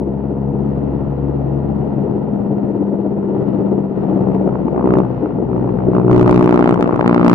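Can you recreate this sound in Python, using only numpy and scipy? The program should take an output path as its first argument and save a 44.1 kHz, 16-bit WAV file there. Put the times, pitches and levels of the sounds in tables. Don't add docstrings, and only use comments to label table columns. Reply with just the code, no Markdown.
import sys
import numpy as np
from scipy import signal
from scipy.fft import rfft, irfft, next_fast_len
from scipy.io import wavfile
from scipy.ndimage import uniform_filter1d, minimum_filter1d

SR = 44100
rng = np.random.default_rng(int(sys.argv[2]) if len(sys.argv) > 2 else 0)


def generate_wav(sig):
    pcm = np.round(np.clip(np.atleast_2d(sig).T, -1, 1) * 32767).astype(np.int16)
    wavfile.write(sys.argv[1], SR, pcm)


N = 323694
TIME = np.arange(N) / SR
PASSES_PER_CYCLE = 4

# f/Hz, relative density/dB
RUMBLE_SPECTRUM = [(20, -44.5), (45, -35), (80, -11.5), (125, 1.5), (200, 0.5), (320, 0), (430, -2),
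                   (560, -8), (900, -15.5), (1100, -34.5), (1600, -47.5), (3000, -71.5), (15000, -89.5)]
# f/Hz, left minus right/dB
CABIN_BALANCE = [(30, -9), (70, -1), (140, 8.5), (320, 7), (500, 4), (750, 6), (1130, 0), (2600, -0.5),
                 (9000, -5.5)]


def drone(passes, waver_db=0.83, flutter_db=1.3, flutter_hz=9, flutter_radians=0.16):
    # t/s, first/dB, second/dB, third/dB
    tone_levels = [(0.0, -30, -31, -25), (0.5, -32.5, -23.5, -26.5), (1.0, -29.5, -24.5, -28.5),
                   (1.65, -29.5, -20, -28.5), (1.951, -37, -26.5, -23), (2.9, -49, -48, -20.5),
                   (3.45, -43, -27.5, -23.5), (3.75, -49, -35, -17.5), (3.92, -46, -46, -23.5),
                   (4.15, -38, -27.5, -24), (4.4, -33.5, -27.5, -18), (4.65, -37, -35, -24.5),
                   (4.95, -34, -20.5, -21.5), (5.15, -39.5, -28.5, -38), (5.849, -34, -28.5, -28.5),
                   (6.249, -46.5, -13.5, -24), (6.949, -43, -52, -29.5), (7.3, -47, -50, -16)]
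    crest = np.interp(TIME, [3.8, 5.0], [.29, -.04])
    tones = 0
    for k, level_db in enumerate(in_time(tone_levels), 1):
        gain = from_db(level_db + waver_db * drift(0.46) + flutter_db * drift(flutter_hz))
        phase = 2 * np.pi * k * (passes - crest) + flutter_radians * drift(flutter_hz)
        tones = tones + gain * np.cos(phase)
    return np.sqrt(2) * tones * pan(left_db=4.0)


def overtones(passes, rate, waver_db=2.55, top_harmonic=15):
    # f/Hz, level/dB
    cabin_response = [(250, -28), (268, -41), (276, -32), (320, -36), (345, -36), (398, -31), (415, -42.5),
                      (480, -37.5), (540, -47.5), (620, -46.5), (690, -45.5), (760, -61.5), (830, -47.5),
                      (900, -52.5), (1000, -53.5), (1100, -60.5)]
    tones = 0
    for k in range(4, top_harmonic + 1):
        level_db = at_hz(cabin_response, k * rate) + waver_db * drift(16.0)
        tones = tones + from_db(level_db) * np.cos(2 * np.pi * (k * passes + rng.random()))
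    return np.sqrt(2) * tones * pan(left_db=0.0)


def gusts(rise_db_per_s=411, fall_db_per_s=250, lull_boom_db=-19.5, lull_slap_db=-44):
    # start/s, length/s, boom drive/dB, slap drive/dB
    gust_events = [(4.111, 0.11, -17, -39.5), (4.269, 0.073, -22.5, -35.5), (4.336, 0.035, -17.5, -37),
                   (4.418, 0.058, -15, -46), (4.754, 0.06, -15, -29.5), (4.854, 0.15, -10, -24.5),
                   (5.364, 0.043, -15.5, -47), (5.513, 0.17, -15.5, -37), (5.785, 0.044, -19, -33.5),
                   (5.874, 0.025, -12, -45), (5.952, 0.033, -11, -23.5), (6.031, .07, -11, -32.5),
                   (6.109, 0.12, -5.5, -19), (6.271, 0.042, -5.5, -16.5), (6.317, 0.14, -9, -18),
                   (6.476, 0.245, -11, -18), (6.727, 0.4, -18, -22.5), (6.822, 0.012, -11.5, -19),
                   (7.062, 0.19, -13, -18.5), (7.247, 0.21, -8.5, -14.5)]
    boom_db, slap_db = np.full(N, lull_boom_db), np.full(N, lull_slap_db)
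    for start, length, top_boom_db, top_slap_db in gust_events:
        rise_db = rise_db_per_s * (TIME - start)
        fall_db = fall_db_per_s * (start + length - TIME)
        shape_db = np.minimum(0, np.minimum(rise_db, fall_db))
        boom_db = np.maximum(boom_db, top_boom_db + shape_db)
        slap_db = np.maximum(slap_db, top_slap_db + shape_db)
    return boom_db, slap_db


def boom(passes, rate, boom_db, push_s=0.0005):
    # f/Hz, width/Hz, left/dB, right/dB
    cabin_modes = [(189, 18, -4.5, -9), (239.2, 6.7, 9.5, 4.5), (276.7, 45, 5.5, 0), (298, 21, -5.5, 9.5),
                   (364.7, 29, 11.5, 7.5), (422.3, 19, 3.5, 3), (599, 91, 8, -9.5)]
    since, strength = blade_clock(passes, rate, lead_s=0.00083, jitter_s=.00008, uneven_db=2.5)
    push = strength * bell(since, push_s)
    share_db = np.interp(boom_db, [-24, -15], [-9.0, -1.0])
    return ring(push, cabin_modes) * from_db(boom_db + share_db)


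def hard_slaps(slap_db, reach_s=0.0085):
    # t/s, slap drive/dB
    hard_passes = [(4.443, -37), (4.474, -30), (4.491, -32.5), (4.556, -32), (4.683, -30), (4.875, -25),
                   (4.907, -22), (4.939, -22), (4.987, -24), (5.259, -33.5), (5.307, -36), (5.418, -39),
                   (5.530, -32), (5.579, -29.5), (5.692, -30), (5.788, -32), (5.949, -27), (6.079, -26.5),
                   (6.279, -8), (6.295, -12), (6.791, -27), (6.826, -18.5), (7.009, -13), (7.297, -9)]
    for s, level_db in hard_passes:
        slap_db = np.where(np.abs(TIME - s) < reach_s, level_db, slap_db)
    return slap_db


def slap(passes, rate, slap_db, edge_s=0.0001, lobe_s=0.00037, swish_s=0.0015, wave_db=10):
    # f/Hz, width/Hz, gain/dB
    windscreen_modes = [(602, 100, -8), (900, 170, -7), (1243, 280, 1.5), (2250, 450, -3)]
    # f/Hz, relative density/dB
    swish_spectrum = [(150, -13.5), (400, -6.5), (650, 11.5), (1000, 14), (1350, 3), (1650, -13.5),
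                      (2300, -14), (2800, -18.5), (3300, -36.5), (6000, -63), (15000, -74.5)]
    since, strength = blade_clock(passes, rate, lead_s=0.00024, jitter_s=.00002, uneven_db=1.9)
    edge = edge_s * np.interp(slap_db, [-40, -24, -21.5], [2.6, 2.3, 1.0])
    arrival = left_first(since, gap_s=0.00018)
    wave = -np.tanh(arrival / edge) * bell(arrival, lobe_s)
    ringing = sum(resonate(wave, hz, width) * from_db(db) for hz, width, db in windscreen_modes)
    smack = from_db(wave_db) * (wave + ringing * pan(left_db=-5.0))
    swish = even(noise(swish_spectrum), size=121) * bell(since, swish_s)
    swish_db = np.interp(slap_db, [-27, -20], [8.5, 4.5])
    share_db = np.interp(slap_db, [-47, -35], [-6.0, 0.0])
    return strength * from_db(slap_db + share_db) * (smack + from_db(swish_db) * swish)


def cracks(passes, rate, force_db, overload_db=-14, crackle_db=-25.5, snap_db=-6.5, fizz_db=-0.5):
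    # t/s, height/dB
    lone_cracks = [(4.3557, -41), (4.9377, -32), (4.9846, -31), (5.9494, -42), (6.311, -16.5),
                   (6.361, -22.5), (6.743, -30.5), (6.81, -31), (6.8261, -25.5), (6.843, -36),
                   (6.8756, -38), (6.961, -36), (7.008, -37), (7.078, -24), (7.148, -26), (7.281, -15.5),
                   (7.297, -17)]
    # f/Hz, relative density/dB
    crack_spectrum = [(800, -2), (1500, 13), (2200, 11), (4500, -1), (7000, -8.5), (10000, -15),
                      (15000, -23.5)]
    since, strength = blade_clock(passes, rate, lead_s=0.00026, jitter_s=.00002, uneven_db=2.5)
    over_db = force_db - overload_db
    cut_in_db = 11 * np.minimum(over_db, 0)
    height = strength * from_db(crackle_db + 0.4 * over_db + cut_in_db)
    for s, height_db in lone_cracks:
        height[np.round(passes) == np.round(np.interp(s, TIME, passes))] = from_db(height_db)
    fizz = bell(since, 0.00086) * noise(crack_spectrum)
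    arrived = np.sign(left_first(since, gap_s=0.00016))
    clicks = np.maximum(np.diff(arrived, prepend=1), 0)
    snap = fizz.std() * tint(clicks, crack_spectrum)
    return height * (from_db(snap_db) * snap + from_db(fizz_db) * fizz) * pan(left_db=4.0)


def exhaust(passes, uneven_db=11.0, puff=0.73, rise_passes=0.089, decay_passes=1.0, top_hz=1000):
    # exhaust opens/blade passes, relative strength/dB
    cylinders = [(0.268, 6.5), (1.329, -2.5), (2.29, -6), (3.288, -13.5)]
    # f/Hz, width/Hz, left/dB, right/dB
    pipe_modes = [(163, 7.7, -12.5, -11.5), (274, 48, 6.5, -3), (334, 47, 13, 0), (413, 25, 0.5, -4.5),
                  (497, 7.5, 2, -5), (690, 29, -24, -12.5), (830, 94, -20, -13.5)]
    bark, gas = np.zeros(N), np.zeros(N)
    for opens, level_db in cylinders:
        cycle = ((passes - opens) // PASSES_PER_CYCLE).astype(int) + 1
        age = (passes - opens) % PASSES_PER_CYCLE
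        strength = from_db(level_db + uneven_db * rng.uniform(0.37, 1, cycle[-1] + 1))[cycle]
        bark += strength * np.diff(cycle, prepend=cycle[0])
        gas += strength * np.exp(-age / decay_passes) * (1 - np.exp(-age / rise_passes)) ** 2
    puffs = puff * rms_one(gas * noise(RUMBLE_SPECTRUM))
    return lowpass(ring(bark, pipe_modes) + puffs, top_hz, order=6)


def lope(passes, crest_passes=0.96):
    # t/s, swing/dB
    lope_depth = [(2.0, 1.6), (2.6, 3.0), (3.8, 3.0), (4.4, 1.2)]
    swing_db, = in_time(lope_depth)
    return swing_db * np.cos(2 * np.pi * (passes - crest_passes) / PASSES_PER_CYCLE)


def buzz(passes, rate, scatter_db=5.0, trade_hz=0.2635, count=66, size=4096):
    # f/Hz, relative level/dB
    buzz_spectrum = [(90, -13.5), (150, 7), (200, -2), (300, 5.5), (370, -5), (470, -2), (560, -9.5),
                     (700, -4), (770, -22), (890, -18.5), (1000, -28.5), (1100, -30.5)]
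    multiple = np.arange(count)
    hz = multiple * rate.mean() / PASSES_PER_CYCLE
    between_blade_tones = multiple % PASSES_PER_CYCLE > 0
    lines = from_db(at_hz(buzz_spectrum, hz)) * between_blade_tones * (hz > buzz_spectrum[0][0])
    place = passes / PASSES_PER_CYCLE % 1 * size
    shake = 0
    for turn in (np.cos, np.sin):
        shared = np.exp(2j * np.pi * rng.random(count))
        per_side = np.exp(2j * np.pi * rng.random((2, count)))
        scatter = from_db(scatter_db * rng.standard_normal(count))
        weights = lines * scatter * (shared + 0.5 * per_side) * pan(at_hz(CABIN_BALANCE, hz))
        pattern = [np.interp(place, np.arange(size), side, period=size) for side in irfft(weights, size)]
        shake = shake + turn(2 * np.pi * trade_hz * TIME) * np.array(pattern)
    return rms_one(shake)


def shudders():
    # t/s, half width/s, level/dB
    bumps = [(0.019, 0.0091, -18.5), (0.084, .012, -20.5), (0.311, 0.015, -24.5), (0.539, 0.029, -24),
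             (0.61, 0.047, -27), (0.877, .012, -32), (0.941, 0.013, -21.5), (1.001, 0.019, -24.5),
             (1.98, 0.0074, -20), (2.064, .012, -21.5), (2.161, 0.023, -23), (2.518, 0.016, -18),
             (2.635, 0.02, -23), (2.699, 0.02, -20.5), (2.753, 0.015, -22), (2.816, 0.017, -17.5),
             (2.937, 0.02, -20), (3.058, 0.017, -17), (3.177, 0.017, -20.5), (3.302, 0.026, -20.5),
             (3.354, 0.016, -22.5), (3.41, 0.024, -21), (3.48, 0.013, -23), (3.561, 0.019, -20),
             (3.608, 0.015, -18.5), (3.672, 0.025, -28.5), (3.735, 0.021, -20.5), (3.787, 0.018, -21.5),
             (4.125, 0.021, -16), (4.355, 0.016, -16), (4.464, 0.031, -21), (4.685, 0.017, -23),
             (5.25, 0.028, -18), (5.39, 0.015, -23.5), (5.65, 0.025, -21.5)]
    # f/Hz, relative density/dB
    shell_spectrum = [(35, -70), (70, -38), (100, -18.5), (200, -9), (290, 11), (400, 7.5), (480, -1),
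                      (700, -12), (950, -16), (1300, -60.5), (3000, -75), (8000, -110)]
    swell = sum(from_db(top_db) * bell(TIME - s, width) for s, width, top_db in bumps)
    shell = even(tint(rng.standard_normal(N), shell_spectrum), size=441)
    return swell * shell * pan(left_db=5.5)


def slipstream(passes, swell_db, boom_db, slap_db, level_flight_db=-24, chop=0.21):
    # t/s, level against level flight/dB
    airflow = [(0.0, -2), (0.4, -2), (0.55, 1.5), (1.15, 0.5), (1.55, 3.5), (2.1, 3.5), (2.4, 3),
               (3.15, 0.5), (3.4, 3), (3.75, 6), (3.88, -2.5), (4.03, 6), (4.17, 7.5), (4.7, 4.5), (5.0, 8),
               (5.15, -1.5), (5.45, 2), (5.6, 4.5), (7.0, 5.5)]
    # t/s, level/dB
    seal_level = [(0.0, -45), (0.27, -43), (0.4, -43), (0.55, -43), (0.72, -40), (0.95, -40.5),
                  (1.5, -40.5), (1.9, -39.5), (2.27, -41.5), (2.5, -41), (3.17, -42.5), (3.3, -40),
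                  (3.5, -37.5), (3.9, -42.5), (4.0, -37), (4.7, -39.5), (5.22, -37.5), (5.42, -41.5),
                  (5.6, -39), (7.0, -36.5)]
    # f/Hz, relative density/dB
    seal_spectrum = [(300, 1), (700, 0), (900, 5), (1120, 0.5), (1380, -0.5), (1620, -11), (1880, -8),
                     (2200, -17), (2800, -17), (3300, -25.5), (4200, -31), (5000, -33.5), (7500, -54),
                     (15000, -68)]
    flow_db, = in_time(airflow)
    seal_db, = in_time(seal_level)
    rumble_db = np.maximum(level_flight_db + flow_db + swell_db, boom_db - 9)
    hiss_db = np.maximum(seal_db + 0.57 * swell_db, slap_db - 10)
    rumble = noise(RUMBLE_SPECTRUM) * from_db(rumble_db + 0.47 * drift(3.6))
    hiss = noise(seal_spectrum) * from_db(hiss_db)
    return (1 + chop * np.cos(2 * np.pi * passes)) * (rumble + hiss)


def noise(spectrum):
    # f/Hz, correlation/0-1
    likeness = [(30, 0), (110, 1), (190, 0.67), (300, 0), (520, 0), (900, 0.6), (1500, 0), (2600, 0)]
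    size = next_fast_len(N, True)
    hz = np.arange(size // 2 + 1) * SR / size
    mid, side = rfft(rng.standard_normal((2, size)))
    alike = at_hz(likeness, hz)
    stereo = np.sqrt(1 + alike) * mid + np.sqrt(1 - alike) * side * [[1], [-1]]
    coloured = stereo * from_db(at_hz(spectrum, hz)) * pan(at_hz(CABIN_BALANCE, hz))
    return rms_one(irfft(coloured, size)[:, :N])


def blade_clock(passes, rate, lead_s, jitter_s, uneven_db):
    nearest = np.round(passes).astype(int)
    timing, force = rng.standard_normal((nearest.max() + 1, 2)).T
    since = (passes - nearest) / rate + lead_s + jitter_s * timing[nearest]
    return since, from_db(uneven_db * force[nearest])


def left_first(since, gap_s):
    return since + gap_s * np.array([[.5], [-.5]])


def resonate(x, hz, width_hz):
    r = np.exp(-np.pi * width_hz / SR)
    feedback = [1, -2 * r * np.cos(2 * np.pi * hz / SR), r * r]
    return signal.lfilter(np.array([1, 0, -1]) * (1 - r * r) / 2, feedback, x + 1e-18)


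def ring(x, modes):
    return rms_one(sum(resonate(x, hz, width) * from_db([[left], [right]])
                       for hz, width, left, right in modes))


def tint(x, spectrum):
    size = next_fast_len(N, True)
    hz = np.arange(size // 2 + 1) * SR / size
    return rms_one(irfft(rfft(x, size) * from_db(at_hz(spectrum, hz)), size)[..., :N])


def even(x, size):
    power = np.mean(np.atleast_2d(x) ** 2, axis=0)
    return x / np.sqrt(uniform_filter1d(uniform_filter1d(power, size), size) + 1e-12)


def drift(hz, step=40, settle=2000):
    r = np.exp(-2 * np.pi * hz * step / SR)
    white = rng.standard_normal(N // step + settle + 2)
    slow = signal.lfilter([1], [1, -2 * r, r * r], white)[settle:]
    return np.interp(np.arange(N) / step, np.arange(len(slow)), rms_one(slow))


def lowpass(x, hz, order):
    return signal.sosfilt(signal.butter(order, hz, fs=SR, output="sos"), x)


def bell(t, width):
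    return np.exp(-.5 * (t / width) ** 2)


def from_db(db):
    return 10 ** (np.asarray(db) / 20)


def rms_one(x):
    return x / np.sqrt(np.mean(x ** 2) + 1e-20)


def in_time(rows):
    s, *columns = np.transpose(rows)
    return [np.interp(TIME, s, c) for c in columns]


def at_hz(points, hz):
    f, value = np.transpose(points)
    return np.interp(np.log(np.maximum(hz, 1)), np.log(f), value)


def pan(left_db):
    return from_db(np.array([[.5], [-.5]]) * left_db)


def scene(exhaust_db=-34.5, exhaust_db_per_hz=1.17, airframe_db=-31, airframe_db_per_hz=0.34):
    # t/s, blade passes/Hz
    blade_rate = [(0.0, 66.8), (0.4, 68.86), (0.9, 68.92), (1.4, 69.27), (1.8, 68.94), (2.3, 67.54),
                  (2.8, 66.68), (3.3, 66.42), (3.8, 65.26), (4.2, 63.79), (4.6, 62.79), (5.0, 62.44),
                  (5.4, 62.32), (5.8, 62.15), (6.2, 60.74), (6.6, 60.12), (7.0, 59.5), (7.34, 58.99)]
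    rate, = in_time(blade_rate)
    passes = np.cumsum(rate) / SR
    boom_db, slap_db = gusts()
    rough_air = np.interp(TIME, [3.9, 4.1], [0, 1])
    buffet = rough_air * (boom(passes, rate, boom_db) + slap(passes, rate, hard_slaps(slap_db)))
    crackle = cracks(passes, rate, force_db=(boom_db + slap_db) / 2)
    swell_db = lope(passes)
    sag_hz = rate.mean() - rate
    throb_db = exhaust_db + exhaust_db_per_hz * sag_hz + swell_db + 3.4 * drift(39.0)
    buzz_db = airframe_db + airframe_db_per_hz * sag_hz + swell_db
    buzz_db = np.maximum(buzz_db, boom_db - 14)
    engine = exhaust(passes) * from_db(throb_db) + buzz(passes, rate) * from_db(buzz_db)
    propeller = drone(passes) + overtones(passes, rate) + buffet + crackle
    return propeller + engine + shudders() + slipstream(passes, swell_db, boom_db, slap_db)


def record(dry, size=61, cutoff_hz=15000):
    gain = minimum_filter1d(1 / np.maximum(np.abs(dry), 1), 2 * size + 1)
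    gain = uniform_filter1d(uniform_filter1d(gain, size), size)
    return lowpass(dry * gain, cutoff_hz, order=14)


dry = scene()
out = record(dry)
generate_wav(out)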